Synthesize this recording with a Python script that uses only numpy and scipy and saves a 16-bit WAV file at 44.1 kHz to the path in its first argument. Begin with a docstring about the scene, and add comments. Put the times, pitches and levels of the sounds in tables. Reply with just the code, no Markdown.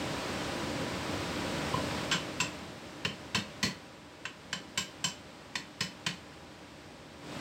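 """Sharp clanks with short rings and dull thuds are heard over a rushing, humming fan.
A small brass-headed hammer taps round the rim of a steel wheel that one hand holds down on plywood.
Each tap sums a coloured noise burst, damped modes of the steel and slow modes of the board, with brief echoes.
The fan is coloured noise with wavering sines; it sinks during the tapping and swells back at the end,
as a hand rubs over the wheel with a scrape of uneven noise."""
import sys
import numpy as np
from scipy import signal
from scipy.fft import rfft, irfft
from scipy.io import wavfile
from scipy.ndimage import uniform_filter1d, minimum_filter1d

SR = 44100
rng = np.random.default_rng(int(sys.argv[2]) if len(sys.argv) > 2 else 0)


def master(y):
    """Save y as 16-bit WAV."""
    cut = np.clip(np.atleast_2d(y).T, -1, 1)
    pcm = np.round(cut * 32767)  # scale
    wavfile.write(sys.argv[1], SR, pcm.astype(np.int16))


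N = 326594  # length in samples
BLOW_S = 0.5
AGE = np.arange(int(BLOW_S * SR)) / SR  # seconds since a blow

# main rings of the wheel (low, singing, high, top), each a cluster of three close modes:
# pitch_hz, spacing_hz, t60_s
MAIN_RINGS = [(1029.4, 52, 0.076), (3026, 87, 0.072), (4315, 58, 0.092), (7510, 42, 0.039)]
# answer of the wheel at each spot on its rim, levels re the strength, rings before the contact's lift:
# low_ring_db, high_ring_db, top_ring_db, knock_db, favoured_hz, top_treble_db, boom_hz
SPOT_ANSWERS = {"right": (-7.5, -19, -9.5, -13, 1540, -5.5, 170),
                "left": (-9.5, -8.5, -17, -4, 1790, -4, 186),
                "front": (-10, -10, -17.5, -11, 1906, -5.5, 165.5)}


def hammer():
    """Superposition: the soft touch and all taps add up, each from its own start."""
    # blows of the hammer, ring and boom re the strength:
    # start_s, spot, strength_db, contact_brightness_db, singing_ring_db, boom_db, favoured_hz
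    taps = [(2.1132, "right", -28, -1.5, -8, -9, 3400), (2.401, "right", -32.5, 4, -25, -11.5, 2660),
            (3.049, "left", -37, -2.5, -5, -4.5, 2800), (3.3463, "left", -31.5, 1.5, -8, -4, 1600),
            (3.6283, "left", -31.5, 4, -22, -4, 2000), (4.2528, "right", -43, -5, -7, -14, 2700),
            (4.5284, "right", -40.5, 2.5, -1.5, -7, 4100), (4.775, "right", -36.5, 8.5, -0.5, -7, 2240),
            (5.0415, "right", -36.5, 8.5, 1, -6, 2580), (5.554, "front", -39.5, 3.5, -6, -11.5, 3560),
            (5.8062, "front", -36, 6, -5, -6, 5050), (6.0639, "front", -36.5, 2, -8, -3, 2500)]
    # the hammer first touches down softly: start_s, low_ring_db, singing_ring_db, boom_db, knock_db
    first_touch = (1.7363, -33, -50, -38.5, -35.5)
    blows = [(first_touch[0], touch(*first_touch[1:]))]
    blows += [(start_s, tap(*blow)) for start_s, *blow in taps]
    out = np.zeros(N + len(AGE))
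    for start_s, sound in blows:
        start = int(start_s * SR)
        out[start:start + len(AGE)] += sound
    return out[:N]


def tap(spot, strength_db, bright_db, singing_db, boom_db, favoured_hz):
    """Modal excitation: clank, rings and thud scale with the strength; the spot sets their balance."""
    low_db, high_db, top_db, knock_db, spot_hz, treble_db, boom_hz = SPOT_ANSWERS[spot]
    echoes = room()
    steel = contact(clank((spot_hz, favoured_hz)), bright_db, treble_db)
    tail_db = -10 + 0.36 * bright_db  # a harder contact leaves more echoes
    steel = level(in_room(steel, echoes, tail_db), 3.5)
    ring_levels = (low_db, singing_db, high_db, top_db)
    rings = sum(main_ring(mode, echoes, db) for mode, db in zip(MAIN_RINGS, ring_levels))
    rings = contact(rings, bright_db, treble_db)
    return undb(strength_db) * (steel + rings + thud(boom_db, boom_hz, knock_db))


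def touch(low_db, singing_db, boom_db, knock_db):
    """Low-pass excitation: a soft contact at the right wakes only the two lower rings and the board."""
    echoes = room()
    boom_hz = SPOT_ANSWERS["right"][-1]
    low = main_ring(MAIN_RINGS[0], echoes, low_db)
    singing = main_ring(MAIN_RINGS[1], echoes, singing_db)
    return low + singing + thud(boom_db, boom_hz, knock_db)


def clank(favoured_hz):
    """High modal density: a crack spreads into crowded modes, of which spot and blow favour some."""
    # spectrum of the crowded short-lived modes: freq_hz, density_db (per Hz, relative)
    crowd_spectrum = [(60, -40), (400, -11), (780, -5.5), (1250, -1), (1700, 1), (2800, 4), (3600, -2),
                      (5200, -4.5), (6800, -12), (8200, -12.5), (9600, -21.5), (15500, -24.5)]
    # weaker distinct modes of the wheel and hammer head: pitch_hz, level_db (relative), t60_s
    steel_modes = [(1500, -8, 0.088), (1610, -2, 0.059), (1746, 3, 0.084), (1886, 5, 0.088),
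                   (2140, -24, 0.12), (2242, 3, 0.17), (2530, 1, 0.22), (2650, -6, 0.24), (3060, 4, 0.17),
                   (3500, -10, .12), (3670, -17, .12), (3940, -7, 0.24), (5300, -16, 0.12),
                   (5370, -6, 0.23), (5700, -6, 0.12), (6230, 6, 0.064), (6660, -24, 0.13),
                   (7900, -0.5, 0.13), (9100, -17, 0.15), (9580, -16, 0.12), (11000, -18, 0.13),
                   (12000, -27, 0.12), (12800, -10, .13)]
    crack = noise(crowd_spectrum, len(AGE)) * fade(0.037)
    # what lingers has lost some of its treble
    dulling = [(3000, -16.5), (7000, -9.5), (14000, -22)]
    lingering = colour(noise(crowd_spectrum, len(AGE)), lambda hz: along(dulling, hz)) * fade(0.18)
    # crowded modes bunch round the distinct ones, driven differently by each blow: (Hz, width Hz, dB)
    bunches = [(mode[0], 70, 6 * rng.random()) for mode in steel_modes]
    bunches += [(hz, 130, 8) for hz in favoured_hz]

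    def bunched(hz):
        """Formant-like envelope: the strongest bunch at each frequency sets the gain in dB."""
        return np.max([db * bell(hz, centre, width) for centre, width, db in bunches], axis=0)

    crowd = colour(crack + lingering, bunched) * (1 - np.exp(-AGE / 0.0015))
    return level(crowd, 0) + level(ring(steel_modes, rise_s=0.00083), -12)


def main_ring(mode, echoes, db):
    """Beating: three close damped modes interfere, and the room echoes them."""
    hz, spacing_hz, t60 = mode
    cluster = [(hz - spacing_hz, -3, t60), (hz, 0, t60), (hz + spacing_hz, -4, t60)]
    return level(in_room(ring(cluster, rise_s=0.0038), echoes, -7), db)


def contact(x, bright_db, top_db):
    """Contact time: a harder, shorter contact lifts the treble of what rings; the top follows the brightness
    more steeply but from a lower level set by the spot."""
    top_lift_db = top_db + 1.23 * bright_db
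    lift = [(3000, 0), (5000, bright_db), (7500, bright_db), (10000, top_lift_db)]
    return colour(x, lambda hz: along(lift, hz))


def thud(boom_db, boom_hz, knock_db, rise_s=0.0087):
    """Plate resonance: the heavy wheel knocks on the board, whose modes swing up in phase and boom."""
    # modes of the board: multiple (of the boom pitch), level_db (relative), t60_s
    board_modes = [(.82, 1, 0.099), (.97, 3, 0.14), (1.11, -6.5, 0.34), (1.4, -19, 0.13)]
    # dull knock of the wheel on the board: freq_hz, density_db (per Hz, relative)
    knock_spectrum = [(35, -36), (100, 5.5), (260, 1.5), (500, 0), (800, -19.5), (2000, -44)]
    boom = sum(undb(db) * fade(t60) * np.sin(2 * np.pi * boom_hz * multiple * AGE)
               for multiple, db, t60 in board_modes)
    swing = 1 - np.exp(-(AGE / rise_s) ** 2)
    knock = noise(knock_spectrum, len(AGE)) * fade(0.19) * (1 - np.exp(-AGE / 0.0035))
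    direct = level(boom * swing, boom_db) + level(knock, knock_db)
    return in_room(direct, room(), -10.5)


def ring(modes, rise_s):
    """Free vibration: damped modes build up over rise_s; each blow shifts pitch slightly, phase at random."""
    out = 0
    for hz, db, t60 in modes:
        detune = 1 + 0.00091 * rng.standard_normal()
        out = out + undb(db) * fade(t60) * np.sin(2 * np.pi * (hz * detune * AGE + rng.random()))
    return out * (1 - np.exp(-AGE / rise_s))


def room():
    """Reverberation: diffuse echoes decay at a rate set by frequency, with distinct reflections among them."""
    # reverberation of the workshop: centre_hz, t60_s
    decay_times = [(150, 0.33), (1000, 0.29), (3000, 0.29), (7000, 0.22), (14000, 0.31)]
    # distinct reflections off floor and wall: delay_s, level_db (re the diffuse echoes)
    reflections = [(0.0134, -13.5), (.040, -12.5)]
    hz = np.fft.rfftfreq(len(AGE), 1 / SR)
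    white = np.exp(2j * np.pi * rng.random(len(hz)))
    centres, t60s = np.transpose(decay_times)
    # overlapping bands whose shares sum to one
    bands = (along(np.c_[centres, share], hz) for share in np.eye(len(centres)))
    echoes = sum(irfft(white * band, len(AGE)) * fade(t60) for band, t60 in zip(bands, t60s))
    echoes *= np.clip(AGE / 0.012 - 0.5, 0, 1)  # silent for 6 ms, full at 18 ms
    echoes /= np.sqrt(np.sum(echoes ** 2))
    for delay_s, db in reflections:
        echoes[int((delay_s + 0.001 * rng.random()) * SR)] += undb(db)
    return echoes


def in_room(x, echoes, wet_db):
    """Linear room response: direct sound plus its convolution with the echoes."""
    return x + undb(wet_db) * signal.fftconvolve(x, echoes)[:len(x)]


def rub():
    """Stick-slip friction: skin catches and slips on the steel in an uneven, dull scrape."""
    # one short rub of a hand over the wheel: middle_s, half_length_s, level_db, roughness_db
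    hand_rub = (7.5, 0.11, -44.5, 3.5)
    middle_s, half_s, db, rough_db = hand_rub
    swell = bell(np.arange(N) / SR, middle_s, half_s)
    scrape = noise([(300, -15), (1400, 3), (2800, -4), (5000, -22), (10000, -45)], N)
    return undb(db + rough_db * walk(150)) * swell * scrape


def fan():
    """Turbulence and motor tones: rushing air and wavering lines; the background drops during the tapping, then
    swells back."""
    # rush of the air: freq_hz, density_db (per Hz, relative)
    air_spectrum = [(25, -16), (48, -12.5), (80, -3), (150, -2), (300, 0), (420, -6.5), (560, -3),
                    (700, -9.5), (1000, -9), (1300, -10.5), (3000, -14.5), (5200, -19), (6300, -24.5),
                    (8300, -24.5), (9800, -36.5), (15500, -40)]
    # hum of the motor: pitch_hz, level_db (rms before the sinking and swelling), waver_rad
    hum_lines = [(80, -55, 0.33), (150.9, -52.5, 1), (299.4, -48, 1.4), (543, -54, 2.47),
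                 (612.7, -54.5, 1.36), (803, -54.5, 1.6), (974, -53.5, 1.66), (1496, -65, 2.4)]
    # course of the background, used relative to its highest point: time_s, level_db
    sinking = [(0.0, -36), (0.55, -36.5), (1.98, -36), (2.75, -46.5), (3.54, -47), (3.99, -51.5),
               (4.83, -50), (4.96, -49), (5.56, -50.5), (7.1, -50)]
    t = np.arange(N) / SR
    air = undb(-36.0 + 0.38 * walk(7.3)) * noise(air_spectrum, N)
    hum = 0
    for hz, db, waver in hum_lines:
        amplitude = np.sqrt(2) * undb(db + 0.87 * walk(6.5))
        hum = hum + amplitude * np.sin(2 * np.pi * hz * t + waver * walk(20))
    sink_db = np.interp(t, *np.transpose(sinking))
    return_s, rise_s, gain_db = 7.2, 0.13, 8.5  # the swell back
    return_db = gain_db * np.clip((t - return_s) / rise_s, 0, 1)
    return (air + hum) * undb(sink_db - sink_db.max() + return_db)


def undb(db):
    """Logarithmic level: decibels to amplitude gain."""
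    return 10 ** (np.asarray(db) / 20)


def along(points, hz):
    """Log-frequency scale: read (Hz, value) points between their corners."""
    f, value = np.transpose(points)
    return np.interp(np.log(np.maximum(hz, 1)), np.log(f), value)


def noise(spectrum, size):
    """Spectral shaping: white noise takes the given colour, at rms 1."""
    gain = undb(along(spectrum, np.fft.rfftfreq(size, 1 / SR)))
    x = irfft(rfft(rng.standard_normal(size)) * gain, size)
    return x / x.std()


def colour(x, db_at):
    """Minimum phase: a filter of gain db_at(Hz) under which nothing sounds before its cause."""
    size = 2 * len(x)
    log_gain = np.log(undb(db_at(np.fft.rfftfreq(size, 1 / SR))))
    cepstrum = irfft(log_gain, size)
    # fold the cepstrum onto positive time to make the filter causal
    cepstrum[1:len(x)] *= 2
    cepstrum[len(x) + 1:] = 0
    return irfft(rfft(x, size) * np.exp(rfft(cepstrum)), size)[:len(x)]


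def bell(x, centre, width):
    """Gaussian curve: a smooth bump of height 1."""
    return np.exp(-((x - centre) / width) ** 2)


def fade(t60):
    """Exponential damping: 60 dB down after t60 seconds."""
    return np.exp(-np.log(1000) * AGE / t60)


def level(x, db):
    """Onset level: set the rms of the first 50 ms of a blow."""
    return x * undb(db) / np.sqrt(np.mean(x[:SR // 20] ** 2))


def walk(rate):
    """Band-limited chance: random steps, rate per second, smoothed to a spread near 1."""
    k = int(SR / rate)
    steps = np.repeat(rng.standard_normal(N // k + 1), k)
    return 1.3 * uniform_filter1d(uniform_filter1d(steps, k), k)[:N]


def scene():
    """Superposition: hammer, rub and fan add up to one signal, the same in both channels."""
    return np.tile(hammer() + rub() + fan(), (2, 1))


def record(dry):
    """Peak limiting and band-pass: a fast limiter holds down the taps; lowest bass and top are cut."""
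    ceiling, hold = undb(-17.5), SR // 250  # hold of 4 ms, in samples
    needed = ceiling / np.maximum(np.abs(dry), ceiling)
    limited = dry * uniform_filter1d(minimum_filter1d(needed, hold), hold)
    bass_cut = signal.butter(3, 42, "high", fs=SR, output="sos")
    top_cut = signal.ellip(10, 0.2, 70, 15800, fs=SR, output="sos")
    return signal.sosfilt(top_cut, signal.sosfilt(bass_cut, limited))


dry = scene()
out = record(dry)
master(out)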